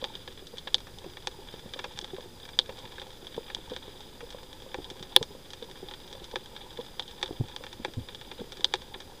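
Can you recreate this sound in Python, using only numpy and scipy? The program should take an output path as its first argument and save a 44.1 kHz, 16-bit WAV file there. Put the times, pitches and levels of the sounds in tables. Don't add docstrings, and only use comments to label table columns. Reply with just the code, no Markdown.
import sys
import numpy as np
from scipy import signal
from scipy.fft import rfft, irfft, next_fast_len
from scipy.io import wavfile

SR = 44100
rng = np.random.default_rng(int(sys.argv[2]) if len(sys.argv) > 2 else 0)


def amplitude_ratio(level_db):
    exponent = np.asarray(level_db, float) / 20
    return 10 ** exponent


def unload_audio(sound):
    columns = np.transpose(np.atleast_2d(sound))
    steps = np.round(np.clip(columns, -1, 1) * 32767)
    wavfile.write(sys.argv[1], SR, steps.astype(np.int16))


N = 405700

# frequency_hz, density_db (per Hz)
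FLOOR_SPECTRUM = [
    (12, -20),
    (20, -2.5),
    (237, -14),
    (502, -13),
    (627, -21.5),
    (851, -25),
    (2590, -30.5),
    (3510, -27),
    (4260, -29.5),
    (15300, -39.5),
]
FLOOR_DB = -50
WHINE_HZ, WHINE_WANDER_HZ, WHINE_DB = 4900, 90, [-63, -74.5, -73.5]

# start_s, level_db, low_share_db
CHORUS_LEVELS = [(0.0, -49.5, 4), (0.46, -57, -1), (1.05, -56.5, 6), (1.95, -53, 3.5), (2.38, -58, 3.5),
                 (2.87, -53.5, 9.5), (3.33, -55.5, 0.5), (3.75, -50, 1.5), (4.48, -57, 6.5),
                 (5.1, -54, 8.5), (5.5, -58, 5), (5.79, -55.5, 5.5), (7.3, -54.5, 6.5), (8.12, -55, 3),
                 (8.76, -53.5, 3.5), (9.2, -59.5, 11.5)]

# start_s, peak_db, pitch_hz, decay_cycles
FISH_POPS = [(0.024, -28, 513, 9.7), (0.537, -33, 485, 8.1), (1.061, -33.5, 366, 6.5),
             (1.54, -31.5, 415, 2.8), (1.76, -33.5, 526, 8.1), (2.132, -29.5, 379, 9.6),
             (2.183, -30.5, 510, 5.5), (2.691, -31, 510, 6.4), (3.378, -22.5, 454, 5.5),
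             (3.567, -35.5, 880, 5.9), (3.717, -27, 476, 8.8), (3.88, -34, 387, 3.1),
             (4.228, -35, 480, 11.6), (4.346, -31.5, 510, 5.3), (4.786, -28, 360, 3.4),
             (4.912, -35, 365, 6.6), (5.212, -25, 470, 8.2), (5.305, -37, 420, 9.3), (5.622, -31, 480, 11),
             (5.827, -31, 393, 6.9), (6.338, -29.5, 477, 7.1), (6.788, -27, 490, 10.6),
             (6.994, -30, 810, 9.9), (7.309, -24, 343, 2.6), (7.409, -27.5, 348, 3.2),
             (7.846, -34, 503, 7.7), (7.88, -34, 333, 5.0), (7.979, -33, 252, 6.1), (8.391, -36, 490, 12),
             (8.415, -29.5, 415, 5.2)]
# start_s, peak_db, pitch_hz, decay_cycles
FISH_THUMPS = [(0.936, -41.5, 115, 2.8), (1.653, -40, 212, 6.2), (1.946, -45, 146, 4.0),
               (2.838, -43, 108, 3.5), (3.362, -41, 246, 5.6), (3.708, -37, 261, 6), (5.008, -35, 162, 2.2),
               (5.208, -33, 122, 2.6), (7.399, -22, 113, 3.8), (7.437, -37, 100, 3), (8.004, -37, 80, 3),
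               (7.798, -33.5, 235, 3.1), (7.97, -27, 108, 3.3), (8.405, -32.5, 228, 3.8)]
SMALL_FISH_TIMES = [0.669, 1.042, 1.659, 1.841, 1.859, 4.662, 5.349, 6.15, 7.289, 7.607]
LARGE_FISH_TIMES = [0.422, 1.387, 2.025, 2.257, 3.226, 3.585, 5.025, 6.217, 8.594, 8.958]
SMALL_FISH, LARGE_FISH = (-37.5, 516, 6.8), (-38.5, 372, 5.8)   # peak_db, pitch_hz, decay_cycles

# start_s, peak_db, body_db, top_db (against the peak), extra_scatter_db
NEAR_SNAPS = [(0.0408, -20, -13.5, -24, 4), (0.5816, -27.5, -27, -21, 6), (0.6721, -25.5, -9.5, -27, 11),
              (0.7431, -9, -23.5, -21.5, 0.5), (1.271, -22, -9.5, -13.5, -1.5), (1.7355, -26, -15, -21, 5),
              (1.79, -28.5, -6.5, -18, 4.5), (1.8399, -29, -4.5, -17, 15), (1.9884, -26.5, -14, -12, -16),
              (2.0434, -29, -14.5, -18.5, 1), (2.5887, -7, -22, -24, 1), (3.547, -21.5, -22, -18, -5),
              (3.7628, -28, -11, -20, 2), (4.7429, -31.5, -0.8, -18, -3.5), (5.1625, 1.5, -19, -28, -9),
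              (5.227, -24, -15, -13, -1), (6.3569, -22, -8, -22.5, 0.9), (6.995, -22, -14, -24, 3),
              (7.2275, -17.5, -11, -19.5, 6.5), (7.5621, -27, -14.5, -18, -6),
              (7.8474, -27, -1.7, -17, 0.5), (8.6438, -8.5, -23.5, -22, 0), (8.7376, -16.5, -8.5, -18, 1),
              (8.9413, -28, -10.5, -48, 6)]
# start_s, peak_db, body_db
HIDDEN_SNAPS = [(0.152, -28, -20), (0.276, -31.5, -10), (1.1693, -35, -7.5), (2.1636, -37.5, -10),
                (2.6135, -33, -37), (2.8523, -37.5, -8), (2.919, -35.5, -12), (2.981, -36.5, -4),
                (2.9966, -31.5, -20), (3.016, -31, -11), (3.268, -31, -17), (3.3433, -35, -14.5),
                (3.4995, -34.5, -5), (3.735, -32.5, -17), (4.8432, -31, -21), (5.6245, -33.5, -14.5),
                (5.885, -32, -16), (5.911, -31, -10.5), (5.9368, -30, -14), (6.563, -31.5, -12),
                (6.7722, -33, -15), (6.8097, -34, -21), (7.023, -31.5, -22), (7.0782, -33, -23),
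                (7.2586, -31, -15), (7.665, -34, -10.5), (8.086, -33, -9.5), (8.1467, -29, -18.5),
                (8.2118, -33.5, -11), (8.3137, -32.5, -7)]
# start_s, peak_db, body_db
OPEN_SNAPS = [(0.4686, -35.5, -23), (0.5708, -38, -11), (0.8685, -43.5, -1.5), (0.9848, -37.5, -22),
              (1.041, -45, -1.5), (1.5257, -42, -11), (1.5924, -41, -9), (1.9734, -35.5, -9.5),
              (2.0124, -33, -22), (2.452, -37, -12), (2.4885, -37, -9), (2.6925, -38.5, -2.5),
              (2.788, -35, -27), (3.245, -41, -11), (3.6976, -38, -12), (4.0048, -37.5, -15),
              (4.205, -41, 1.2), (4.3033, -33.5, -16), (4.9006, -31, -15), (5.026, -32.5, -14),
              (5.5036, -35, -19), (5.5328, -31, -12.5), (6.127, -34, -13), (6.2412, -33.5, -19),
              (7.4833, -37.5, -10.5), (7.637, -36.5, -5), (7.7276, -34.5, -11.5), (8.52, -31, -14.5),
              (8.5694, -36.5, -14), (9.002, -34.5, -11)]
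# start_s, peak_db
FAINT_SNAPS = [(0.781, -36.5), (0.803, -39), (1.473, -40.5), (2.076, -42), (2.2064, -39.5), (2.3991, -40.5),
               (2.6587, -39.5), (2.7706, -39.5), (2.9567, -41), (3.104, -41), (3.3639, -39), (4.324, -37.5),
               (4.4305, -39.5), (4.5284, -38), (4.62, -40), (4.994, -38.5), (5.712, -37), (5.7722, -41),
               (6.0761, -40.5), (6.312, -36), (6.458, -37), (6.7052, -40.5), (6.8626, -41), (7.11, -38),
               (7.213, -37), (7.2769, -37), (7.936, -37), (8.6068, -34), (8.7544, -31.5), (8.818, -37.5)]
FAINTEST_TIMES = [0.3234, 1.098, 1.135, 1.223, 1.3125, 1.56, 1.6887, 1.771, 1.92, 2.1441, 2.239, 2.7232,
                  2.8748, 3.0678, 3.128, 3.3238, 4.6, 4.966, 5.093, 5.152, 5.641, 5.6978, 6.0007, 6.1123,
                  6.151, 6.2519, 6.7282, 6.847, 7.3256, 9.0186]
FAINTEST_DB = -42.5
HIDDEN_COLOUR, OPEN_COLOUR = (-24, 2.5), (-15, 1.6)   # top_db, extra_scatter_db
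FAINT_COLOUR = (-13, -17.5, -0.96)   # body_db, top_db, extra_scatter_db

# frequency_hz, width_hz, level_db
LOW_RESONANCES = [(369.4, 54, -2.5), (510.7, 74, -2), (836.6, 168, -3), (991, 160, -9)]
# frequency_hz, width_hz, level_db
BODY_RESONANCES = [(1236, 560, -1), (1724, 345, 3.5), (2385, 430, 2), (2776, 120, -4)]
# frequency_hz, width_hz, level_db
MAIN_RESONANCES = [(3274, 700, 4.2), (3620, 650, 5.8)]
# frequency_hz, width_hz, level_db
UPPER_RESONANCES = [(3994, 550, 0), (4520, 540, -2.5), (4970, 360, -5), (4260, 49, -12)]
# frequency_hz, width_hz, level_db
TOP_RESONANCES = [(5500, 420, 11.5), (6285, 660, 3.5), (7680, 2100, -2.5), (8900, 1600, -8.5),
                  (9460, 1300, -7)]

CLAW_S, CLAW_DB = 0.00074, -14
SURFACE_S, SURFACE_DB = 0.0067, -15
REEF_T60_S, REEF_DB = 0.047, -23
LOW_PER_BODY, LOW_UNDER_BODY_DB = 1.15, -3


def unit(x):
    return x / np.sqrt(np.mean(x ** 2) + 1e-20)


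def rumble_and_hiss():
    size = next_fast_len(N)
    hz = np.maximum(np.arange(size // 2 + 1) * SR / size, 5)
    floor_hz, floor_db = np.transpose(FLOOR_SPECTRUM)
    shape = amplitude_ratio(np.interp(np.log(hz), np.log(floor_hz), floor_db))
    noise = irfft(rfft(rng.standard_normal(size)) * shape, size)[:N]
    return amplitude_ratio(FLOOR_DB) * unit(noise)


def slow_noise():
    pole = np.exp(-2 * np.pi * 80.4 / SR)
    return unit(signal.lfilter([1], [1, -2 * pole, pole * pole], rng.standard_normal(N)))


def camera_whine():
    phase = 2 * np.pi * np.cumsum(WHINE_HZ + WHINE_WANDER_HZ * slow_noise()) / SR
    flicker = unit(amplitude_ratio(3.4 * slow_noise()))
    tones = sum(np.sqrt(2) * amplitude_ratio(db) * np.sin((k + 1) * phase) for k, db in enumerate(WHINE_DB))
    return flicker * tones


def resonate(x, hz, width_hz):
    r = np.exp(-np.pi * width_hz / SR)
    b = [(1 - r * r) / 2, 0, (r * r - 1) / 2]
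    a = [1, -2 * r * np.cos(2 * np.pi * hz / SR), r * r]
    return signal.lfilter(b, a, x)


def ring_of(modes):
    click = np.eye(1, 2048)[0]
    ring = np.zeros(len(click))
    for k, (hz, width_hz, db) in enumerate(modes):
        wall = resonate(click, hz, width_hz)
        air = resonate(wall, hz, 1.015 * width_hz)
        ring += (-1) ** k * amplitude_ratio(db) * air
    return ring / np.max(np.abs(ring))


def housing(trains):
    groups = [LOW_RESONANCES, BODY_RESONANCES, MAIN_RESONANCES, UPPER_RESONANCES, TOP_RESONANCES]
    return sum(signal.fftconvolve(train, ring_of(modes))[:N] for train, modes in zip(trains, groups))


def far_snaps(per_s, spread_db, smear_s):
    size_db = 2 * spread_db * np.minimum(rng.exponential(1, N), 3.5)
    power = amplitude_ratio(size_db) * (rng.random(N) < per_s / SR)
    fade = np.exp(-1 / (smear_s * SR))
    envelope = np.sqrt(signal.lfilter([1], [1, -fade], power + 1e-12))
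    grains = rng.standard_normal(N) * amplitude_ratio(1.5 * rng.standard_normal(N))
    return unit(envelope * grains)


def shrimp_chorus():
    s, level_db, low_db = np.transpose(CHORUS_LEVELS)
    time_s = np.arange(N) / SR
    level_db = np.interp(time_s, s, level_db)
    low_db = np.interp(time_s, s, low_db)
    bed = far_snaps(800.0, spread_db=3.5, smear_s=0.0018)
    bed += amplitude_ratio(0.5) * far_snaps(45.0, spread_db=4.0, smear_s=0.0061)
    knocks = far_snaps(60.0, spread_db=3.5, smear_s=0.0035)
    ticks = far_snaps(30.0, spread_db=3.5, smear_s=0.0025)
    low = (amplitude_ratio(-7.5) * bed + knocks) * amplitude_ratio(low_db - 9.5)
    crisp = bed + amplitude_ratio(-3) * ticks
    trains = np.array([low, bed * amplitude_ratio(-6), bed, crisp * amplitude_ratio(-12.5), crisp * amplitude_ratio(-29)])
    return housing(amplitude_ratio(level_db - 17.5) * trains)


def bladder_pulse(hz, cycles):
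    t = np.arange(round(3 * cycles / hz * SR)) / SR * hz
    wave = np.sin(2 * np.pi * t)
    wave += 0.38 * np.sin(2 * np.pi * 1.99 * t) * np.exp(-0.3 * t)
    wave += 0.29 * np.sin(2 * np.pi * 0.47 * t)
    wave *= t ** 1.11 * np.exp(-6.0 * t / cycles)
    return wave / np.max(np.abs(wave))


def fish_calls():
    calls = list(FISH_POPS) + list(FISH_THUMPS)
    calls += [(s, *SMALL_FISH) for s in SMALL_FISH_TIMES]
    calls += [(s, *LARGE_FISH) for s in LARGE_FISH_TIMES]
    echo_lags = rng.uniform(0.00669, 0.03, (len(calls), 3))
    out = np.zeros(N + SR)
    for (s, peak_db, hz, cycles), lags in zip(calls, echo_lags):
        wave = amplitude_ratio(peak_db + 5.0) * bladder_pulse(hz, cycles)
        for lag, echo_db in zip([0, *lags], [-4.5, -5.5, -20.5, -13.5]):
            start = round((s + lag) * SR)
            out[start:start + len(wave)] += amplitude_ratio(echo_db - 540 * lag) * wave
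    return out[:N]


def snap_paths(tail_db, surface_db):
    t = np.arange(round(0.06 * SR)) / SR
    ragged_db = 2.1 * rng.standard_normal((len(tail_db), len(t)))
    out = rng.standard_normal(ragged_db.shape) * amplitude_ratio(tail_db[:, None] + ragged_db - 60 * t / REEF_T60_S)
    out *= 1 - np.exp(-t / 0.0011)
    out[:, 0] += amplitude_ratio(CLAW_DB)
    out[:, round(CLAW_S * SR)] -= 1
    out[:, round((CLAW_S + SURFACE_S) * SR)] += amplitude_ratio(surface_db)
    return out


def near_snaps():
    snaps = list(NEAR_SNAPS)
    snaps += [(*snap, *HIDDEN_COLOUR) for snap in HIDDEN_SNAPS]
    snaps += [(*snap, *OPEN_COLOUR) for snap in OPEN_SNAPS]
    snaps += [(*snap, *FAINT_COLOUR) for snap in FAINT_SNAPS]
    snaps += [(s, FAINTEST_DB, *FAINT_COLOUR) for s in FAINTEST_TIMES]
    snaps = np.array(snaps)
    peaks_db, scatter_db = snaps[:, 1], snaps[:, 4]
    tail_db = REEF_DB - 14.5 - 0.46 * peaks_db + scatter_db
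    arrivals = snap_paths(tail_db, SURFACE_DB + np.minimum(scatter_db, 2))
    trains = np.zeros((5, N + arrivals.shape[1]))
    for (s, peak_db, body_db, top_db, _), arrival in zip(snaps, arrivals):
        low_db = LOW_PER_BODY * body_db + LOW_UNDER_BODY_DB
        upper_db = 0.3 * top_db + 0.11 * peak_db
        group_db = np.array([low_db + 8.5, body_db + 11.0, 3, upper_db + 5.5, top_db + 11.5])
        gains = amplitude_ratio(peak_db + group_db)
        gains /= np.sqrt(1 + 1.08 * np.sum(arrival[40:] ** 2))
        start = round(s * SR)
        trains[:, start:start + len(arrival)] += gains[:, None] * arrival
    return housing(trains[:, :N])


def scene():
    return (rumble_and_hiss() + camera_whine() + shrimp_chorus() + fish_calls() + near_snaps())[None, :]


def roll_off(x):
    return signal.sosfilt(signal.butter(12, 16340, fs=SR, output="sos"), x)


def record(dry):
    low_pass = signal.ellip(12, 0.5, 45, 15270, fs=SR, output="sos")
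    cut = signal.sosfilt(low_pass, dry)
    mix = np.clip(cut + 0.0018, -1, 1)
    return roll_off(mix)


dry = scene()
out = record(dry)
unload_audio(out)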